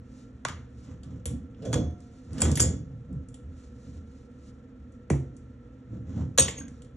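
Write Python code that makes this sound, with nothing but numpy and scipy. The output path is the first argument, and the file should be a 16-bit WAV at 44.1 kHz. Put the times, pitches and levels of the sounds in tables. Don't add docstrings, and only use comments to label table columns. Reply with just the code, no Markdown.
import sys
import numpy as np
from scipy import signal
from scipy.fft import rfft, irfft
from scipy.io import wavfile
from scipy.ndimage import map_coordinates

SR = 44100
rng = np.random.default_rng(int(sys.argv[2]) if len(sys.argv) > 2 else 0)


def pcm_store(signal):
    levels = np.round(np.clip(np.atleast_2d(signal), -1, 1) * 32767)
    wavfile.write(sys.argv[1], SR, levels.astype(np.int16).T)


N = 306936
TIME = np.arange(N) / SR
BINS = np.maximum(np.arange(N // 2 + 1) * SR / N, 1)

# [f/Hz, relative density level/dB per Hz]
AIR_SPECTRUM = [(20, -27.5), (45, 4), (75, -2.5), (170, -12), (350, -15), (600, -17), (900, -24),
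                (2000, -29), (3500, -34.5), (8000, -63.5), (10000, -71), (16000, -72)]
# [f/Hz, width/Hz, boost level/dB]
DUCT_RESONANCES = [(72, 23, 13.86), (124, 30, 15.3), (244, 139, 21.5), (485, 72, 17.26), (1343, 110, 15.7),
                   (1790, 280, 6.5)]
AIR_DB = -47.5
# [f/Hz, rms level/dB]
MOTOR_HUM = [(119.5, -65), (258, -57.5)]

# [t/s at full speed, held/s, swish level/dB]
ARM_MOVES = [(.18, 0.026, -63.5), (.80, 0.054, -65.5), (2.03, 0.4, -70), (3.62, .03, -65),
             (3.80, 0.17, -68), (4.12, 0.1, -72.5), (4.46, 0.025, -65), (6.74, 0.051, -71.5)]
SWISH_RISE_DB_PER_S, SWISH_FALL_DB_PER_S = 131.5, 185
RESTING_CLOTH_DB = -79.5
# [f/Hz, relative density level/dB per Hz]
CLOTH_SPECTRUM = [(300, 3), (1500, 0), (2500, -0.5), (4500, 1.5), (7000, 3.5), (8500, 2.5), (10000, -23),
                  (16000, -31.5)]

# [t/s, wall thud level/dB, thud centre f/Hz, clack level/dB,
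# clack centre f/Hz, tick level/dB, crack level over the tail/dB,
# pipe ring level/dB, valve ring level/dB, jaw ring level/dB, handle ring level/dB]
STEEL_KNOCKS = [ (.450, -51, 110, -41, 1090, -55, 23, -64, -69, -57.5, -75),
                (.484, -39, 91, -52, 1610, -54, 21.5, -60.5, -72, -53, -59),
                (.493, -44, 170, -50.5, 1710, -60, 11, -59, -75, -71, -72),
                (1.256, -29, 88, -51.5, 3430, -48, 13, -48, -64, -68, -52),
                (1.300, -35, 207, -73, 600, -71, 6, -48.5, -76, -74, -78),
                (1.622, -55, 250, -58, 600, -69, -1, -60, -72.5, -73, -83),
                (1.652, -36, 220, -54.5, 850, -55, 4, -52.5, -58, -68, -72),
                (1.719, -52, 200, -77, 3200, -67.5, 10, -56.5, -57, -71.5, -83),
                (1.729, -29.5, 160, -42, 1260, -48, 16, -37, -42, -48, -42.5),
                (1.741, -50, 240, -51.5, 1290, -51.5, 25, -47, -64, -56, -61),
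                (1.755, -27, 81.4, -48.5, 600, -62, 13, -28.5, -69, -48.5, -77),
                (1.775, -29, 235, -60, 550, -73, 13, -40, -66, -54, -76),
                (2.381, -42.5, 150, -57, 3300, -54.5, 12, -57, -60, -55, -67),
                (2.405, -36.5, 160, -55.5, 1300, -42.5, 9.5, -55.5, -57, -50, -61.5),
                (2.418, -34.5, 204, -46.5, 1200, -37, 20, -49, -45, -29, -49.5),
                (2.422, -33, 300, -49.5, 1090, -49.5, 16.5, -48, -47, -41, -57),
                (2.432, -31, 382, -49, 2800, -49.5, 12.5, -41.5, -49.5, -47, -65),
                (2.447, -35.5, 295.3, -64, 800, -52.5, 9.5, -46.5, -52.5, -49.5, -66),
                (2.469, -29.5, 278.9, -57.5, 700, -64.5, 10, -43, -60.5, -67.5, -77),
                (2.486, -28, 168.2, -59, 695, -71, 11.5, -43, -65.5, -70.5, -79.5),
                (2.515, -37, 180, -69, 1000, -48, 21, -56, -64, -43.5, -63.5),
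                (2.555, -36.5, 172, -57.5, 3220, -38.5, 10.5, -48, -55, -32, -55.5),
                (2.572, -33.5, 222, -46, 2200, -42, 14.5, -53.5, -61, -47, -61),
                (2.597, -33, 222.7, -40.5, 1300, -37, 15.5, -49, -59, -36.5, -61.5),
                (2.602, -29.5, 115.6, -53, 3206, -34, 23, -36.5, -47, -18.5, -43.5),
                (2.607, -31, 300, -58, 800, -36, 17, -43, -56.5, -36, -48.5),
                (2.620, -35.5, 260.6, -52, 905, -45, 12, -43, -59.5, -42.5, -55),
                (2.684, -33, 236, -63.5, 696, -61.5, 14, -46, -77, -59, -72),
                (5.101, -26.5, 320, -53.5, 1850, -48, 13, -60.5, -75, -76, -71),
                (5.104, -26.5, 110, -55, 750, -57, 15, -43, -80, -85, -85.5),
                (6.377, -32.5, 211.5, -42.5, 1200, -39, 18.5, -53.5, -62.5, -55, -17),
                (6.384, -29.5, 487, -35.5, 3900, -29.5, 20, -48, -53, -34, -35),
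                (6.391, -49, 180, -38, 1150, -37, 8.5, -59.5, -49.5, -37.5, -15.5),
                (6.402, -50.5, 150, -47.5, 3200, -41.5, 12.5, -57.5, -58, -37, -45),
                (6.421, -41, 297, -57, 3000, -37.5, 21, -48.5, -66.5, -51, -44.5),
                (6.482, -69, 130, -45, 2900, -58, 19.5, -63, -54, -35.5, -55),
                (6.584, -42, 258, -60, 2700, -65, 19, -67, -69, -57, -50.5)]
# [t/s, clack level/dB, clack centre f/Hz, tick level/dB]
JAW_TAPS = [(1.033, -66, 4000, -67), (1.546, -80, 3300, -94), (1.908, -86, 3000, -80),
            (2.004, -83, 3000, -73.5), (2.331, -73, 600, -64), (3.127, -91.5, 3000, -80),
            (3.286, -85, 3000, -68.5), (3.342, -68, 3270, -66), (4.921, -92, 3890, -78.5),
            (5.366, -88, 4000, -71.5), (6.611, -63, 1540, -82.5), (6.681, -68.5, 1700, -68.5),
            (6.82, -72.5, 4430, -68), (6.847, -77, 2910, -78.5)]
TAP_THUD_DB, TAP_THUD_HZ, TAP_RING_DB, TAP_CRACK_DB = 10, 149.87, -12, 16
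# [t/s, wall thud level/dB, thud centre f/Hz]
HAND_BUMPS = [(1.104, -48.5, 118), (2.897, -37, 135), (3.129, -39, 125.5), (3.432, -37, 73),
              (3.505, -47, 71.6), (3.844, -40.5, 68.7), (3.938, -47, 69)]
BUMP_CLACK_DB, BUMP_CLACK_HZ, BUMP_METAL_DB, BUMP_PIPE_DB, BUMP_CRACK_DB = -46, 600, -54, -35, 2
# [f/Hz, relative density level/dB per Hz]
THUD_SPECTRUM = [(35, -19), (55, -6.5), (78, 14.5), (100, -9.5), (125, 7), (190, -8), (250, -3.5),
                 (380, -19), (480, -15.5), (700, -42), (1500, -54.5), (3000, -73)]
# [f/Hz, relative density level/dB per Hz]
CLACK_SPECTRUM = [(200, -1), (500, 1), (1100, -7), (1800, -4), (2400, -11), (3200, -3), (4200, -11),
                  (6000, -9.5), (9000, -29.5), (15000, -55)]
# [f/Hz, relative density level/dB per Hz]
TICK_SPECTRUM = [(1200, -32), (3000, -11), (4000, -12), (5000, 4.5), (6000, 1.5), (7250, 19.5),
                 (8200, 10.5), (8900, -5), (10200, -12), (11300, -22), (13500, -27), (16000, -44.5)]
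# [f/Hz, t60/s]
ROOM_LINGER = [(50, .42), (130, .5), (300, .5), (1000, .44), (3000, .38), (7000, .34), (10000, .16),
               (15000, .1)]
# [t/s, level/dB, first f/Hz, last f/Hz, glide/s, t60/s]
JAW_CLUNKS = [(.450, -15.5, 2914, 1053, 0.00108, 0.024), (2.595, -23, 3600, 1200, .001, .02),
              (5.101, -19, 2660, 1730, 0.0015, 0.016), (5.102, -20, 1496, 133.8, 0.002168, 0.47),
              (6.609, -40, 1990, 1570, 0.0011, 0.048)]
# [f/Hz, relative level/dB, t60/s]
PIPE_MODES = [(77.5, 1, .5), (120, 2.5, .48), (236, 1, .45), (312, -3, .4), (483, -1, .34), (575, -13, .45),
              (712, -14, .85)]
# [f/Hz, relative level/dB, t60/s]
VALVE_MODES = [(1464, -5, .25), (2293, -11, .25), (2433, -11, .15), (2815, -8, .17), (3230, -6, .25),
               (3305, -3, .31), (3390, -6, .3), (3438, -3, .38), (5626, -12, .45), (6336, -10, .45),
               (7321, -5, .25), (8699, -1, .2)]
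# [f/Hz, relative level/dB, t60/s]
JAW_MODES = [(3120, -21.5, .2), (4899, -9, .13), (4960, -18, .12), (5120, -20, .22), (6132, -17, .13),
             (6616, -12, .27), (6712, -14, .2), (7044, -8, .2), (7087, -3, .22), (7203, -11, .29),
             (7274, -9, .18), (7377, -2, .19), (7600, -14, .08), (7865, -10, .13), (8168, -7, .16),
             (10600, -16, .08), (12000, -21, .1), (13130, -27, .13)]
# [f/Hz, relative level/dB, t60/s]
HANDLE_MODES = [(1108, -12, .3), (1782, -16, .08), (2582, -22.5, .35), (3015, -24, .12), (3171, -22, .3),
                (3542, -23, .22), (3722, -19, .24), (4237, -15, .1), (5722, -14, .11), (5798, -15.5, .23),
                (6550, -3, .17), (6595, -5, .24), (6671, -7, .19), (6770, -11, .16), (7195, -18, .4),
                (7811, -17, .15), (8268, -3, .15), (8298, -1, .16), (8489, -16, .12), (10050, -10, .08),
                (10300, -14, .06), (10720, -21, .07), (11760, -17, .07), (12050, -22, .08),
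                (12890, -23, .06)]

# [t/s at full pressure, held/s, pipe shudder level/dB, grit level/dB]
JAW_RUBS = [(.88, 0.043, -39.5, -62.5), (1.051, .14, -42.5, -69), (1.65, 0.09, -33, -56.5),
            (2.334, 0.057, -32, -65), (2.418, 0.04, -27.5, -36), (2.66, 0.056, -30.5, -63.5),
            (3.11, 0.035, -36, -79.5), (3.881, 0.11, -49, -74), (5.937, 0.027, -34, -65.5),
            (6.089, 0.032, -37.5, -66), (6.178, 0.045, -29, -56)]
RUB_RISE_DB_PER_S, SHUDDER_FALL_DB_PER_S, GRIT_FALL_DB_PER_S = 285.5, 103, 193
# [f/Hz, relative density level/dB per Hz]
SHUDDER_SPECTRUM = [(35, -21.5), (75, 2.5), (135, 5), (230, -1), (350, -12.5), (560, -20), (800, -38.5),
                    (1500, -39), (3000, -72)]
# [f/Hz, relative density level/dB per Hz]
GRIT_SPECTRUM = [(300, 4.5), (700, 3.5), (1300, 6.5), (2300, -3.5), (3300, -2.5), (4500, -8), (7500, -1),
                 (9000, -20.5), (13000, -34), (16000, -42)]
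# [t/s, level/dB]
HIGH_PINGS = [(1.256, -36.5), (2.555, -42.5), (2.574, -30.5), (2.604, -30)]
# [f/Hz, relative level/dB, t60/s]
PING_MODES = [(9400, -11, .06), (9895, -12, .12), (10260, -6, .08), (10390, 0, .08), (10520, -7, .06)]
# [t/s at full load, held/s, level/dB, centre f/Hz]
THREAD_GROANS = [(1.652, .055, -39, 504), (1.775, 0.024, -39.5, 480), (2.439, .05, -43.5, 466),
                 (2.621, 0.036, -39.5, 472), (6.18, 0.031, -54, 857)]
GROAN_OCTAVES, GROAN_RISE_DB_PER_S, GROAN_FALL_DB_PER_S = 0.34, 496, 171
# [t/s at full level, held/s, level/dB]
STEEL_SQUEAK = (6.581, .008, -38)
# [f/Hz, phase by which left leads/rad, left minus right level/dB]
MIC_PORTS = [(50, .04, -.3), (100, .07, -.6), (200, .14, -1.3), (450, .3, -3), (800, .2, -2),
             (1400, -.2, 0), (2000, .1, 0), (3200, 1.15, 0), (3800, .6, 0), (4400, 1.5, 0), (4900, 3.1, 0),
             (5300, 5.2, 0), (5800, 6.2, 0), (6500, 6.9, 0), (7400, 7.9, 0), (8400, 9.1, 0), (9400, 10, 0),
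             (10500, 10.9, 0), (11700, 12.5, 0), (13700, 12.7, 0), (14500, 15, 0)]
CUTOFF_HZ = 15800


def from_db(db):
    return 10 ** (np.asarray(db) / 20)


def rms_one(x):
    return x / np.sqrt(np.mean(x ** 2) + 1e-20)


def at_hz(points, hz, axis=1):
    table = np.array(points)
    return np.interp(np.log(hz), np.log(table[:, 0]), table[:, axis])


def coloured(x, spectrum_db):
    return rms_one(irfft(rfft(x) * from_db(spectrum_db), N))


def drift(rate_hz):
    return rms_one(irfft(rfft(rng.standard_normal(N)) / (1 + (BINS / rate_hz) ** 4), N))


def grains(per_s, spread_db):
    sizes = from_db(spread_db * np.minimum(rng.exponential(1, N), 4))
    return (rng.random(N) < per_s / SR) * sizes * rng.choice([-1, 1], N)


def peak_db(boost_db, hz, width_hz):
    return boost_db / (1 + (2 * (BINS - hz) / width_hz) ** 2)


def strokes(rows, rise_db_per_s, fall_db_per_s):
    power = 1e-18
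    for s, held_s, db in rows:
        early = np.maximum(s - TIME, 0)
        late = np.maximum(TIME - s - held_s, 0)
        level_db = db - rise_db_per_s * early - fall_db_per_s * late
        power = power + from_db(np.maximum(level_db, -160)) ** 2
    return np.sqrt(power)


def reflections(x, t60):
    t = TIME[:SR // 2]
    echoes = rng.standard_normal(len(t)) * from_db(-60 * t / t60) * (t > .003)
    return signal.fftconvolve(x, echoes / np.linalg.norm(echoes))[:N]


def room(x, wet_db, t60):
    return x + from_db(wet_db) * reflections(x, t60)


def fan(diffuse_db=-6, diffuse_hz=550):
    spectrum_db = at_hz(AIR_SPECTRUM, BINS)
    spectrum_db = spectrum_db + sum(peak_db(db, hz, width) for hz, width, db in DUCT_RESONANCES)
    air, scattered = (from_db(AIR_DB) * coloured(rng.standard_normal(N), spectrum_db) for _ in range(2))
    treble = signal.butter(2, diffuse_hz, "high", fs=SR, output="sos")
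    side = from_db(diffuse_db) * signal.sosfilt(treble, scattered)
    hum = 0
    for hz, db in MOTOR_HUM:
        phase = 2 * np.pi * hz * TIME + drift(3.1)
        hum = hum + from_db(db) * np.sqrt(2) * np.sin(phase)
    return air + hum + side * [[1], [-1]]


def sleeves(flutter_db=1.5):
    moving = strokes(ARM_MOVES, SWISH_RISE_DB_PER_S, SWISH_FALL_DB_PER_S)
    swish = np.hypot(moving, from_db(RESTING_CLOTH_DB))
    cloth = coloured(rng.standard_normal(N), at_hz(CLOTH_SPECTRUM, BINS))
    return swish * from_db(flutter_db * drift(25)) * cloth


def contacts():
    taps = [(s, clack + TAP_THUD_DB, TAP_THUD_HZ, clack, hz, tick, TAP_CRACK_DB,
             *[tick + TAP_RING_DB] * 4)
            for s, clack, hz, tick in JAW_TAPS]
    bumps = [(s, db, hz, db + BUMP_CLACK_DB, BUMP_CLACK_HZ, db + BUMP_METAL_DB, BUMP_CRACK_DB,
              db + BUMP_PIPE_DB, *[db + BUMP_METAL_DB] * 3)
             for s, db, hz in HAND_BUMPS]
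    return STEEL_KNOCKS + taps + bumps


def contact_power(hz, thud_focus_db=7, thud_octaves=0.33, clack_focus_db=9, clack_octaves=.42,
                  bass_share=.4):
    _, thud_db, thud_hz, clack_db, clack_hz, tick_db, *_ = np.transpose(contacts())[:, :, None]

    def near(centre, octaves):
        return np.exp(-.5 * (np.log2(hz / centre) / octaves) ** 2)

    bass_loss_db = 10 * np.log10(1 + (bass_share * thud_hz / hz) ** 4)
    thud = at_hz(THUD_SPECTRUM, hz) + thud_focus_db * near(thud_hz, thud_octaves) - bass_loss_db
    clack = at_hz(CLACK_SPECTRUM, hz) + clack_focus_db * near(clack_hz, clack_octaves)
    tick = at_hz(TICK_SPECTRUM, hz)
    power = 0
    for level_db, spectrum_db in [(thud_db, thud), (clack_db, clack), (tick_db, tick)]:
        density = from_db(spectrum_db) ** 2
        total = np.sum(density * np.gradient(hz), axis=-1, keepdims=True)
        power = power + from_db(level_db) ** 2 * density / total
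    return power


def blows(crack_s=0.0022, build_cycles=0.28, early_db=2, early_s=0.049, colour_db=3.5):
    edges = 35 * 2 ** (np.arange(28) / 3)
    centres = np.sqrt(edges[1:] * edges[:-1])
    bank = [signal.butter(2 if low < 4000 else 4, [low, high], "band", fs=SR, output="sos")
            for low, high in zip(edges, edges[1:])]
    t = TIME[:SR // 2]
    swell = 1 - np.exp(-t * centres[:, None] / build_cycles)
    tails = swell * from_db(-60 * t / at_hz(ROOM_LINGER, centres)[:, None])
    tails *= 1 + (from_db(early_db) - 1) * np.exp(-t / early_s)
    cracks = np.exp(-t / crack_s) * np.minimum(centres / 500, 1)[:, None]
    out = np.zeros(N + SR)
    for (s, *_, crack_db, _, _, _, _), power in zip(contacts(), contact_power(centres)):
        colour = from_db(colour_db * rng.standard_normal(len(bank)))
        gains = np.sqrt(power * np.diff(edges)) * colour
        white = rng.standard_normal((2, len(t)))
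        at = round(s * SR)
        for k, sos in enumerate(bank):
            shape = tails[k] + from_db(crack_db) * cracks[k]
            burst = signal.sosfilt(sos, white[k % 2] * shape)
            out[at:at + len(t)] += gains[k] * np.sqrt(np.mean(shape ** 2)) * rms_one(burst)
    return out[:N]


def clunks(rise_s=0.002):
    t, out = TIME[:SR // 2], np.zeros(N + SR)
    for s, db, first_hz, last_hz, glide_s, t60 in JAW_CLUNKS:
        hz = last_hz + (first_hz - last_hz) / (1 + (t / glide_s) ** 2)
        envelope = from_db(db - 60 * t / t60) * (1 - np.exp(-t / rise_s))
        out[round(s * SR):][:len(t)] += envelope * np.sin(2 * np.pi * np.cumsum(hz) / SR)
    return room(out[:N], wet_db=-5, t60=0.27)


def ringing(modes, levels_db, vary_db):
    at, out = [round(row[0] * SR) for row in contacts()], np.zeros(N)
    strengths_db = levels_db + vary_db * rng.standard_normal((len(at), len(modes)))
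    for (hz, mode_db, t60), strength_db in zip(modes, strengths_db.T):
        clicks = np.full(N, 1e-18)
        clicks[at] = from_db(strength_db + mode_db)
        r, w = from_db(-60 / (t60 * SR)), 2 * np.pi * hz / SR
        mode = signal.lfilter([0, np.sin(w)], [1, -2 * r * np.cos(w), r * r], clicks)
        out = mode - out
    return out


def steel_partials(count=80, ring_db=-2, vary_db=5, t60_share=.5):
    grid = np.geomspace(800, 13500, count)
    spacing, t = np.gradient(grid), TIME[:SR // 5].astype(np.float32)
    t60 = t60_share * at_hz(ROOM_LINGER, grid)
    decay = from_db(-60 * t / t60[:, None]).astype(np.float32)
    out, axis = np.zeros(N + SR), np.geomspace(35, 16000, 200)
    for (s, *_), power in zip(contacts(), contact_power(axis)):
        pitches = (grid + spacing * rng.uniform(-.5, .5, count)).astype(np.float32)
        strengths = from_db(ring_db + vary_db * rng.standard_normal(count)) * rng.choice([-1, 1], count)
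        gains = np.sqrt(np.interp(grid, axis, power) * spacing) * strengths
        partials = decay * np.sin(2 * np.pi * pitches[:, None] * t)
        out[round(s * SR):][:len(t)] += gains.astype(np.float32) @ partials
    return out[:N]


def wrench(wander_s=1.5e-5):
    pipe_db, valve_db, jaw_db, handle_db = np.transpose(contacts())[-4:, :, None]
    pipe = ringing(PIPE_MODES, pipe_db, vary_db=2)
    valve = ringing(VALVE_MODES, valve_db, vary_db=1.5)
    steel = ringing(JAW_MODES, jaw_db, vary_db=1.5) + ringing(HANDLE_MODES, handle_db, vary_db=1.5)
    steel = map_coordinates(steel, [(TIME + wander_s * drift(30)) * SR], order=3)
    rattle = from_db(2.2 * drift(70))
    return room(pipe + valve + rattle * steel + steel_partials() + high_pings(), wet_db=-11, t60=0.2)


def rubbing(pipe_db=4, pipe_width_hz=50):
    shaking = strokes([(s, held, db) for s, held, db, _ in JAW_RUBS],
                      RUB_RISE_DB_PER_S, SHUDDER_FALL_DB_PER_S)
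    rasping = strokes([(s, held, db) for s, held, _, db in JAW_RUBS],
                      RUB_RISE_DB_PER_S, GRIT_FALL_DB_PER_S)
    pipe = sum(peak_db(pipe_db, hz, pipe_width_hz) for hz, _, _ in PIPE_MODES)
    slips = room(grains(per_s=900, spread_db=2.5), wet_db=0, t60=.3)
    rasp = room(grains(per_s=500, spread_db=5.5), wet_db=4, t60=.3)
    shudder = coloured(slips, at_hz(SHUDDER_SPECTRUM, BINS) + pipe)
    grit = coloured(rasp, at_hz(GRIT_SPECTRUM, BINS) + pipe)
    return shaking * shudder + rasping * grit


def high_pings():
    pings = np.zeros(N)
    t = TIME[:SR // 2]
    ping = sum(from_db(db - 60 * t / t60) * np.sin(2 * np.pi * hz * t) for hz, db, t60 in PING_MODES)
    for s, db in HIGH_PINGS:
        pings[round(s * SR):][:len(t)] += from_db(db) * ping
    return pings


def groans():
    slips, out = room(grains(per_s=350, spread_db=3), wet_db=-2, t60=.2), 0
    for s, held_s, db, hz in THREAD_GROANS:
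        resonance_db = -20 * np.log10(1 + (np.log2(BINS / hz) / GROAN_OCTAVES) ** 4)
        load = strokes([(s, held_s, db)], GROAN_RISE_DB_PER_S, GROAN_FALL_DB_PER_S)
        out = out + load * coloured(slips, resonance_db)
    return out


def squeak(hz=6575, width_hz=110, rise_db_per_s=1100, fall_db_per_s=330):
    note = coloured(rng.standard_normal(N), -20 * np.log10(1 + (2 * (BINS - hz) / width_hz) ** 2))
    return strokes([STEEL_SQUEAK], rise_db_per_s, fall_db_per_s) * note


def scene(scatter_db=-10, scatter_hz=400):
    work = sleeves() + blows() + clunks() + wrench() + rubbing() + groans() + squeak()
    band = signal.butter(2, [scatter_hz, 5000], "band", fs=SR, output="sos")
    sideways = signal.sosfilt(band, reflections(work, t60=0.11))
    return work + from_db(scatter_db) * sideways * [[1], [-1]] + fan()


def record(dry, top=0.9):
    half = np.array([[.5], [-.5]])
    phase = np.exp(1j * half * at_hz(MIC_PORTS, BINS))
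    ports = phase * from_db(half * at_hz(MIC_PORTS, BINS, axis=2))
    heard = irfft(rfft(dry) * ports, N)
    rounded = heard / (1 + (heard / top) ** 4) ** .25
    treble_cut = signal.cheby2(12, 60, CUTOFF_HZ + 700, fs=SR, output="sos")
    return signal.sosfilt(treble_cut, rounded)


dry = scene()
out = record(dry)
pcm_store(out)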